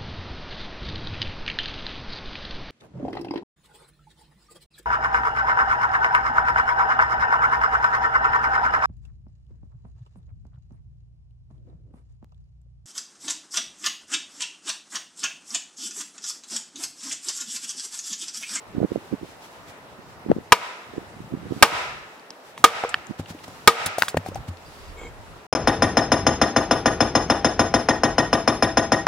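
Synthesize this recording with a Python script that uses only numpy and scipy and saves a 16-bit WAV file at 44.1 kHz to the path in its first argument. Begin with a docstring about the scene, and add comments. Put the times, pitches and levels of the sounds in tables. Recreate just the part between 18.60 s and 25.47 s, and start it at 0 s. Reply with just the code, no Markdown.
"""A forest clearing, a small stereo microphone near a chopping stump. Wind puffs pop on its ports over
the hush of the treetops. From about 2 s a hatchet splits a short log in four blows, a second apart:
snapping fibres ring the wood, the microphone overloads and the trunks echo. From about 4 s split pieces
knock and thud down among ticking splinters. Last, the head is worked free and scraped over the stump."""
import sys
import numpy as np
from scipy import signal
from scipy.io import wavfile
from scipy.ndimage import uniform_filter1d

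SR = 44100
rng = np.random.default_rng(int(sys.argv[2]) if len(sys.argv) > 2 else 0)


def store_pcm(level_fs):
    """Save levels as 16-bit WAV."""
    pcm = np.round(np.clip(level_fs, -1, 1) * 32767).astype(np.int16)
    wavfile.write(sys.argv[1], SR, np.atleast_2d(pcm).T)


N = 302834

# hatchet blows: t/s, force/dB, tearing time/s, how far the log is split/0-1, echo send/dB
BLOWS = [(1.9213, 14, 0.0084, 0.3, 5), (3.025, 22.5, 0.0054, 0.38, 5.5), (4.041, 19.5, 0.0061, 0.66, 4),
         (5.0749, 22, 0.0049, 0.74, 4.5)]
# modes of the log on the stump: f/Hz, level whole/dB, level split/dB, t60/s
LOG_MODES = [(230, -44, -15, 0.018), (463.7, -35, -13.5, 0.22), (624, -32.5, -18, 0.025),
             (982, 8.5, -37, 0.031), (1237, -5, 3.5, 0.024), (1565, 1.5, -1.5, 0.0065),
             (1870, -8, -14, 0.014), (2281, -1.5, -7, 0.012), (2820, 10, -8.5, 0.0025),
             (3380, -7.5, 4.5, 0.0012), (3500, -28.5, -7, 0.0056), (4490, -4.5, -6, 0.001),
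             (5420, -15.5, -17, 0.0085)]
# split pieces landing on stump, stones and ground:
# t/s, ring peak/dB, ring f/Hz, ring t60/s, crack level/dB, crack decay/s, thud level/dB, left-right/dB
KNOCKS = [(3.977, -25, 1070, 0.014, -42, 0.033, -63, -1.5),
          (4.237, -9.5, 785, 0.017, -38, 0.0053, -51, -0.5), (4.247, -14.5, 478, 0.072, -50, .003, -57, 1),
          (4.342, -1.5, 1870, 0.017, -33, 0.0035, -50, -3),
          (4.595, -23.5, 415, 0.011, -41, 0.0032, -21.5, 1),
          (4.702, -32.5, 260, 0.014, -50.5, 0.011, -31, -1), (4.746, -32, 310, 0.066, -46, 0.0033, -41, 1),
          (4.879, -28.5, 288, 0.065, -38, 0.0044, -37, -1),
          (5.262, -20.5, 1290, 0.0033, -17, 0.0076, -27, -0.5),
          (5.382, -10, 697, 0.017, -24.5, 0.02, -44, 3), (5.421, -2, 1814, 0.0071, -18, 0.0045, -49, 5),
          (5.432, -13.5, 1200, 0.0042, -31, 0.027, -59, -1),
          (5.482, -14.5, 1500, 0.0025, -21.5, 0.012, -59, -2.5),
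          (5.543, -11.5, 503, 0.015, -38, 0.0018, -24, 1.5), (5.569, -8, 580, 0.013, -25, 0.006, -15.5, 0.),
          (5.572, -13, 1850, 0.016, -43, .003, -48, 7.5), (5.661, -22.5, 772, 0.036, -40, .008, -38, 3),
          (5.684, -23.5, 300, 0.019, -35, 0.0045, -30, 1), (5.717, -29.5, 553, 0.04, -48, .003, -52, 1),
          (5.756, -21, 784, 0.047, -36, 0.0051, -43, 2), (5.797, -32, 109, 0.066, -56, .003, -40, -2),
          (5.881, -22, 87.6, 0.19, -52, 0.0055, -28, 1)]
# modes of the ground under a falling piece: f/Hz, level/dB, t60/s
GROUND_MODES = [(99, -4.5, 0.16), (158.5, -2.5, 0.077), (250, -5.5, 0.076)]
# splinters and bark ticking: t/s, peak/dB, f/Hz, ring/cycles, noise t60/s, left-right/dB
TICKS = [(3.596, -41.5, 4750, 8., 0.022, -5), (3.705, -24, 5450, 5., 0.013, -3),
         (4.292, -22.5, 7800, 2.5, 0.045, -1), (4.469, -29, 7000, 1.5, 0.0059, 0.),
         (4.659, -34.5, 2800, 2.5, 0.023, 2), (4.789, -38, 2740, 8., 0.03, 4),
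         (4.841, -35, 4120, 1.2, 0.015, -3), (5.26, -10.5, 10100, 2.5, 0.015, -8),
         (5.746, -28, 5900, 4., 0.0091, 6), (5.971, -40, 4500, 2.5, 0.013, 13)]
# resonances of hatchet head and stump: f/Hz, width/Hz, level/dB
SCRAPE_MODES = [(463, 32, 11), (736, 92, -3), (1020, 180, -1.5), (1600, 30, -6), (2186, 37, 5),
                (3160, 50, -5), (6300, 65, -12), (7320, 27, -0.5)]
# the edge catching in the grain: t/s, level/dB
CATCHES = [(6.38, -47), (6.414, -31), (6.433, -43), (6.464, -40)]
# echo among the trunks: f/Hz, level/dB, t60/s
TRUNK_ECHO = [(152, -72.5, 0.98), (337, -46, 0.67), (760, -29, 0.68), (1200, -41.5, 0.85),
              (2160, -40.5, 0.91), (3030, -47.5, 0.88), (5400, -52.5, 0.8), (11200, -65.5, 0.55),
              (16000, -65, 0.12)]
# strongest wind puffs on the microphone ports: t/s, f/Hz, left level/dB, right level/dB
PUFFS = [(0.1508, 257, -29, -18.5), (0.1678, 220, -22, -19), (0.183, 228, -20, -8), (0.2042, 463, -34, -12),
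         (0.2177, 255, -15, -9), (0.2306, 442, -24, -6), (0.239, 270, -25, -9), (0.2481, 288, -16, -4.5),
         (0.3196, 335, -19, -9), (0.36, 440, -18, -6.5), (0.378, 250, -28, -20), (0.528, 290, -23, -11.5),
         (0.5379, 228, -19.5, -10), (0.633, 286, -24, -20), (1.6643, 312, -25, -17),
         (1.688, 275, -22, -16.5), (1.7019, 250, -3.5, -9), (1.7167, 480, 3, -1), (1.7657, 276, -13.5, -22),
         (1.786, 327, -22, -15), (2.338, 369, -48, -25), (2.3817, 298, -20, -12.5),
         (2.7248, 212, -23.5, -20.5), (2.7404, 266, -26, -12), (2.7504, 297, -26, -24.5),
         (2.7736, 229, -32, -23), (2.856, 215, -36, -26), (2.8695, 276, -39, -25), (2.91, 292, -27, -17),
         (2.923, 304, -25, -9.5), (2.9654, 233, -28, -21), (2.978, 212, -30, -25), (3.017, 296, -24, -19),
         (3.1263, 280, -38, -19), (4.5008, 215, -41.5, -23), (4.51, 215, -30, -17)]
# gusts that scatter small puffs: start t/s, length/s, level at the right port/dB
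GUSTS = [(0.255, 0.087, -39), (0.582, 0.11, -32), (1.383, .05, -34), (1.78, 0.047, -38), (2.357, 0.08, -31),
         (2.548, 0.067, -32), (2.681, 0.27, -32)]
# course of the wind rumble: t/s, level/dB, extra bass per octave below 120 Hz/dB
RUMBLE_COURSE = [(0, -62, 4), (.39, -52, -8), (.87, -63, 4), (1.35, -57.5, -3), (1.77, -44.5, -6),
                 (2.2, -75, -5), (2.3, -55, 2), (2.66, -50.5, -7), (2.9, -43, -7), (3.2, -54, 5),
                 (3.39, -56, 3), (3.79, -96, 7), (4.0, -51, -7), (4.58, -64, 5), (4.75, -50, -10),
                 (5.6, -55.5, -4), (5.776, -43, 7), (5.924, -57, 3), (6.32, -55.5, 14), (6.72, -55, 9),
                 (6.87, -53, 5)]
# spectrum of the wind rumble: f/Hz, level/dB
RUMBLE_SPECTRUM = [(20, 1), (40, 15.5), (70, 21), (110, 22.5), (200, 16.5), (400, 1.5), (900, -54)]
# clothes and needles rustling: middle t/s, peak/dB, length/s
RUSTLES = [(0.314, -77, 0.11), (.46, -75.5, 0.32), (0.696, -71.5, 0.14), (0.843, -69.5, 0.063),
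           (.93, -74, 0.21), (1.093, -67.5, 0.052), (1.51, -75, .1), (2.644, -87, 0.067), (2.99, -68, 0.18),
           (3.884, -72, 0.097), (4.51, -75, 0.028), (4.598, -61.5, 0.027), (4.702, -62, 0.04),
           (4.843, -62.5, 0.012), (4.94, -70, 0.42), (5.675, -64.5, .045), (5.764, -67.5, 0.047),
           (5.887, -63, 0.018), (6.19, -71, 0.38)]
# spectrum of the rustle: f/Hz, level/dB
RUSTLE_SPECTRUM = [(900, 25), (2500, 23.5), (6000, 18.5), (10000, 11.5), (16000, 7)]
# hush of the treetops: f/Hz, spectral level/dB
TREETOP_SPECTRUM = [(59, -44), (100, -19), (229, -5), (301, -4), (423, -2), (619, -2), (870, -1.5),
                    (1680, -8), (1990, -11), (14000, -31), (15900, -36)]
# diffuse sound at the two ports: f/Hz, left-right correlation
PORT_LIKENESS = [(60, 0.13), (180, 0.8), (550, 0.8), (1650, -0.068), (4970, -0.0069), (15000, -0.024)]

TEAR_DB, TEAR_BAND_HZ = -9, (1500, 7000)   # fibres snapping
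DIRECT_DB = -11   # a blow straight to the microphone, against what it sends into the trees
RING_IN_ECHO_DB = -29.5   # share of the low log modes in what the trees send back
DEAD_DB, GROUND_CUT_HZ = -0.5, 65   # dead overtones against a piece's ring; low cut of its thud
SCRAPE_DB, SLIDE_DB, CATCH_DECAY_S = -42, -60, 0.0038
STEEL_ABOVE_HZ = 1400   # higher resonances belong to the head
NEAR_TREES_DB, TREE_LINE_S = -7, 0.078   # few trunks stand close; most answer from the clearing's edge
SMALL_ECHO_DB = -20   # low-lying sounds are screened by stumps and stones
PUFF_HALF_CYCLES, PUFF_LAG_RAD = 0.38, 1.79   # half-length of a puff; phase lag at the sheltered port
FLUTTER_DB, FLUTTER_S = -2, 0.03   # finer turbulence around each puff
SMALL_PUFFS_PER_S, SMALL_PUFF_HZ, SHELTER_DB = 36, 260, -8   # the left port lies in the lee
TREETOPS_DB = -35
PORT_LAG_S = 3.5e-5   # the left port hears the stump this much sooner
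LIMIT_DB, DUCK_DB_PER_DB, ATTACK_S, RELEASE_DB_PER_S = -2.5, 0.58, 0.025, 197   # gain control
BASS_CUT_HZ, TOP_STOP_HZ = 41, 16100


def hatchet_blow(force_db, tear_s, split):
    """Fibres snap in a dense run as the edge sinks in, and every snap rings the log.
    Returns the sound straight to the microphone and the plain bang that goes out to the trees."""
    t = np.arange(SR // 4) / SR
    sinking = 1 / (1 + np.exp(np.minimum((t - tear_s) / 0.0021, 50))) + 0.22 * np.exp(-t / 0.026)
    snaps = sinking * rng.standard_normal((2, len(t)))
    snaps *= from_db(3 * np.minimum(rng.exponential(1, len(t)), 3))   # a few snaps stand out
    tear_filter = signal.butter(1, TEAR_BAND_HZ, "band", fs=SR)
    stereo_snaps = snaps[0] + 0.65 * snaps[1] * [[1], [-1]]
    direct = from_db(TEAR_DB) * signal.lfilter(*tear_filter, stereo_snaps)
    push = signal.lfilter([1, -1], [1, -.93], snaps[0]) * 0.046   # snaps carry no bass
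    push[0] += 1   # the edge bites
    bang = 1.0 * (t == 0)
    for hz, whole_db, split_db, t60 in LOG_MODES:
        gain = from_db(whole_db + split * (split_db - whole_db))
        direct += gain * ring(push, hz, t60)
        if hz < 1400:
            bang -= gain * from_db(RING_IN_ECHO_DB) * ring(t == 0, hz, min(t60, .02))
    return from_db(force_db + DIRECT_DB) * direct, from_db(force_db) * bang


def piece_knock(peak_db, hz, t60, crack_db, crack_s, thud_db):
    """A loose piece rings briefly with dead overtones, cracks at the contact and thumps the ground."""
    t = np.arange(SR // 4) / SR
    contact = rng.standard_normal(len(t)) * t / .0008 * np.exp(-t / 0.00067)   # rough faces meet
    dead = sum(gain * ring(contact, ratio * hz, cycles / hz)
               for gain, ratio, cycles in [(-.6, 1.45, 6), (.5, 2.2, 4), (-1, .75, 6)])
    wood = peak_one(ring(contact, hz, t60)) + from_db(DEAD_DB) * peak_one(dead)
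    bright_noise = signal.lfilter([1, -1], [1, -.7], rng.standard_normal(len(t)))
    crack = bright_noise * np.exp(-t / crack_s) * np.minimum(t / 0.0012, 1)
    thud = sum(from_db(db) * ring(t == 0, low_hz, low_t60) for low_hz, db, low_t60 in GROUND_MODES)
    thud = signal.lfilter(*signal.butter(2, GROUND_CUT_HZ, "high", fs=SR), thud)
    return from_db(peak_db) * peak_one(wood) + from_db(crack_db) * crack + from_db(thud_db) * thud


def splinter_tick(peak_db, hz, cycles, t60):
    """A splinter ticks: a dying burst of noise in a wide resonance."""
    t = np.arange(SR // 10) / SR
    burst = rng.standard_normal(len(t)) * from_db(-60 * t / t60)
    return from_db(peak_db) * peak_one(ring(burst, hz, cycles / hz))


def head_scrape():
    """The head slides free with a thin hiss; on the stump, grit rings the steel and catches thump wood."""
    t = np.arange(N) / SR
    slide = from_db(SLIDE_DB) * swell(start_s=6.03, attack_s=0.034, hold_s=.25, release_s=.05)
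    stroke = from_db(SCRAPE_DB) * swell(start_s=6.34, attack_s=0.042, hold_s=0.089, release_s=0.048)
    catches = sum(from_db(db) * (t > s) * np.exp(-np.abs(t - s) / CATCH_DECAY_S) for s, db in CATCHES)
    grit = rms_one(rng.standard_normal(N) * (rng.random(N) < 2500 / SR))   # 2500 clicks a second
    out = slide * rms_one(ring(grit, hz=4800, t60=0.0078))
    for hz, width_hz, level_db in SCRAPE_MODES:
        drive = grit * (stroke + 0.42 * catches if hz > STEEL_ABOVE_HZ else 0.66 * stroke + catches)
        out += from_db(level_db) * ring(drive, hz, 1.16 / width_hz) * width_hz * 0.001
    thumps = .12 * ring(grit * catches, hz=450, t60=0.0034)
    low_rub = 0.54 * stroke * rms_one(ring(grit, hz=79, t60=0.049))
    return out + thumps + low_rub


def trunk_echo(sound):
    """Thousands of trunk echoes: noise dying band by band, swelling as the far tree line answers."""
    t = np.arange(SR) / SR
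    near_trees = (1 - np.exp(-t / 0.0033)) * from_db(NEAR_TREES_DB)
    tree_line = 1 - np.exp(-(t / TREE_LINE_S) ** 2)
    tail = sum(band * from_db(at_hz(TRUNK_ECHO, hz) - 60 * t / at_hz(TRUNK_ECHO, hz, column=2))
               for hz, band in diffuse_bands(SR))
    return signal.fftconvolve(sound[None], (near_trees + tree_line) * tail, axes=1)[:, :N]


def wind_pops():
    """Each eddy on the microphone is a pressure wiggle of about one cycle; the sheltered port trails."""
    puffs = PUFFS + small_puffs()
    out, phases = np.zeros((2, N)), rng.uniform(0, 2 * np.pi, len(puffs))
    t = np.arange(-600, 600) / SR
    for (s, hz, left_db, right_db), phase in zip(puffs, phases):
        cycles = t * hz
        lag = PUFF_LAG_RAD * np.array([[left_db < right_db], [left_db >= right_db]])
        wiggle = np.exp(-.5 * (cycles / PUFF_HALF_CYCLES) ** 2) * np.cos(2 * np.pi * cycles + phase - lag)
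        add(out, s + t[0], wiggle * from_db([[left_db], [right_db]]))
    envelope = uniform_filter1d(np.abs(out), round(FLUTTER_S * SR), axis=1)
    flutter = signal.sosfilt(signal.butter(2, [90, 350], "band", fs=SR, output="sos"), rng.standard_normal(N))
    return out + from_db(FLUTTER_DB) * envelope * rms_one(flutter)


def small_puffs():
    """Each gust scatters weaker puffs of uneven pitch and strength; rows as in PUFFS."""
    rows = []
    for start_s, length_s, level_db in GUSTS:
        count = int(np.ceil(length_s * SMALL_PUFFS_PER_S))
        for when, pitch, strength, lee in rng.random((count, 4)):
            hz = SMALL_PUFF_HZ * 2 ** (pitch - .4)
            right_db = level_db + 10 * (strength - .5)
            rows.append((start_s + when * length_s, hz, right_db + 2 * lee * SHELTER_DB, right_db))
    return rows


def clearing_air():
    """Diffuse noise all round: treetop hush, lumpy wind rumble, the rustle of clothes and needles."""
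    t = np.arange(N) / SR
    times, *columns = np.transpose(RUMBLE_COURSE)
    rumble_db, bass_db = (np.interp(t, times, column) for column in columns)
    rustling = sum(from_db(db) * np.exp(-4 * ((t - s) / length_s) ** 2) for s, db, length_s in RUSTLES)
    lumps_db, sway_db, out = 3.5 * drift(9), .7 * drift(1.5), 0
    for hz, band in diffuse_bands(N):
        treetops = from_db(TREETOPS_DB + at_hz(TREETOP_SPECTRUM, hz) + sway_db + 1.3 * drift(10))
        octaves_below = max(np.log2(120 / hz), 0)
        rumble = from_db(rumble_db + at_hz(RUMBLE_SPECTRUM, hz) + bass_db * octaves_below + lumps_db)
        rustle = rustling * from_db(at_hz(RUSTLE_SPECTRUM, hz))
        out += band * np.sqrt(treetops ** 2 + rumble ** 2 + rustle ** 2)
    return out


def diffuse_bands(size):
    """Half-octave bands of stereo noise, each as alike in both ports as diffuse sound is."""
    white, edges = rng.standard_normal((2, 2, size)), 22 * 2 ** np.arange(0, 9.9, .5)
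    for k, (low, high) in enumerate(zip(edges, edges[1:])):
        bandpass = signal.butter(2, [low, high], "band", fs=SR, output="sos")
        mid, side = signal.sosfilt(bandpass, white[k % 2])
        hz = np.sqrt(low * high)
        alike = at_hz(PORT_LIKENESS, hz)
        yield hz, np.sqrt(1 + alike) * mid + np.sqrt(1 - alike) * side * [[1], [-1]]


def ring(clicks, hz, t60):
    """A unit click sets a sine of height 1 ringing, with a t60 of at least 2 ms."""
    r, w = from_db(-60 / (max(t60, .002) * SR)), 2 * np.pi * hz / SR
    return signal.lfilter([0, np.sin(w)], [1, -2 * r * np.cos(w), r * r], clicks + 1e-18)


def swell(start_s, attack_s, hold_s, release_s):
    """Rises, holds at 1 and falls away."""
    corners = start_s + np.cumsum([0, attack_s, hold_s, release_s])
    return np.interp(np.arange(N) / SR, corners, [0, 1, 1, 0]) ** 2


def drift(rate_hz):
    """Slow random wander of rms 1."""
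    r = np.exp(-80 * np.pi * rate_hz / SR)   # one step every 40 samples
    slow = signal.lfilter([1], [1, -2 * r, r * r], rng.standard_normal(N // 40 + 2002))[2000:]
    return np.interp(np.arange(N) / 40, np.arange(len(slow)), rms_one(slow))


def add(out, s, sound, pan_db=0):
    """Places a sound at a time; positive pan is to the left."""
    i = round(s * SR)
    sound = np.atleast_2d(sound)[:, :N - i]
    out[:, i:i + sound.shape[1]] += sound * from_db([[pan_db / 2], [-pan_db / 2]])


def at_hz(table, hz, column=1):
    """A table column read on a log-frequency axis."""
    table = np.array(table)
    return np.interp(np.log(hz), np.log(table[:, 0]), table[:, column])


def from_db(db):
    """Decibels to gain."""
    return 10 ** (np.asarray(db) / 20)


def rms_one(x):
    """Scales to rms 1."""
    return x / np.sqrt(np.mean(x ** 2) + 1e-20)


def peak_one(x):
    """Scales to peak 1."""
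    return x / np.abs(x).max()


def scene():
    """At the microphone: work at the stump, its echo from the trunks, wind on the ports, the air."""
    wood, to_trees, small = np.zeros((3, 2, N))
    for s, force_db, tear_s, split, echo_db in BLOWS:
        direct, bang = hatchet_blow(force_db, tear_s, split)
        add(wood, s, direct)
        add(to_trees, s, bang * from_db(echo_db))
    for s, *settings, pan_db in KNOCKS:
        add(small, s, piece_knock(*settings), pan_db)
    for s, *settings, pan_db in TICKS:
        add(small, s, splinter_tick(*settings), pan_db)
    small += head_scrape()
    wood += small
    wood[1] = np.interp(np.arange(N) - PORT_LAG_S * SR, np.arange(N), wood[1])
    to_trees += from_db(SMALL_ECHO_DB) * small
    return wood + trunk_echo(to_trees.mean(axis=0)) + wind_pops() + clearing_air()


def record(dry):
    """The microphone's gain control ducks a moment too late, so each blow clips; bass and top are cut."""
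    over_db = np.maximum(20 * np.log10(np.abs(dry).max(axis=0) + 1e-9) - LIMIT_DB, 0)
    release_db = RELEASE_DB_PER_S * np.arange(N) / SR
    held_db = np.maximum.accumulate(over_db + release_db) - release_db
    r = np.exp(-1 / (ATTACK_S * SR))
    duck_db = DUCK_DB_PER_DB * signal.lfilter([1 - r], [1, -r], held_db)
    clipped = np.clip(dry * from_db(-duck_db), -.97, .97)
    thinned = signal.sosfilt(signal.butter(1, BASS_CUT_HZ, "high", fs=SR, output="sos"), clipped)
    return signal.sosfilt(signal.cheby2(14, 30, TOP_STOP_HZ, fs=SR, output="sos"), thinned)


dry = scene()
out = record(dry)
store_pcm(out)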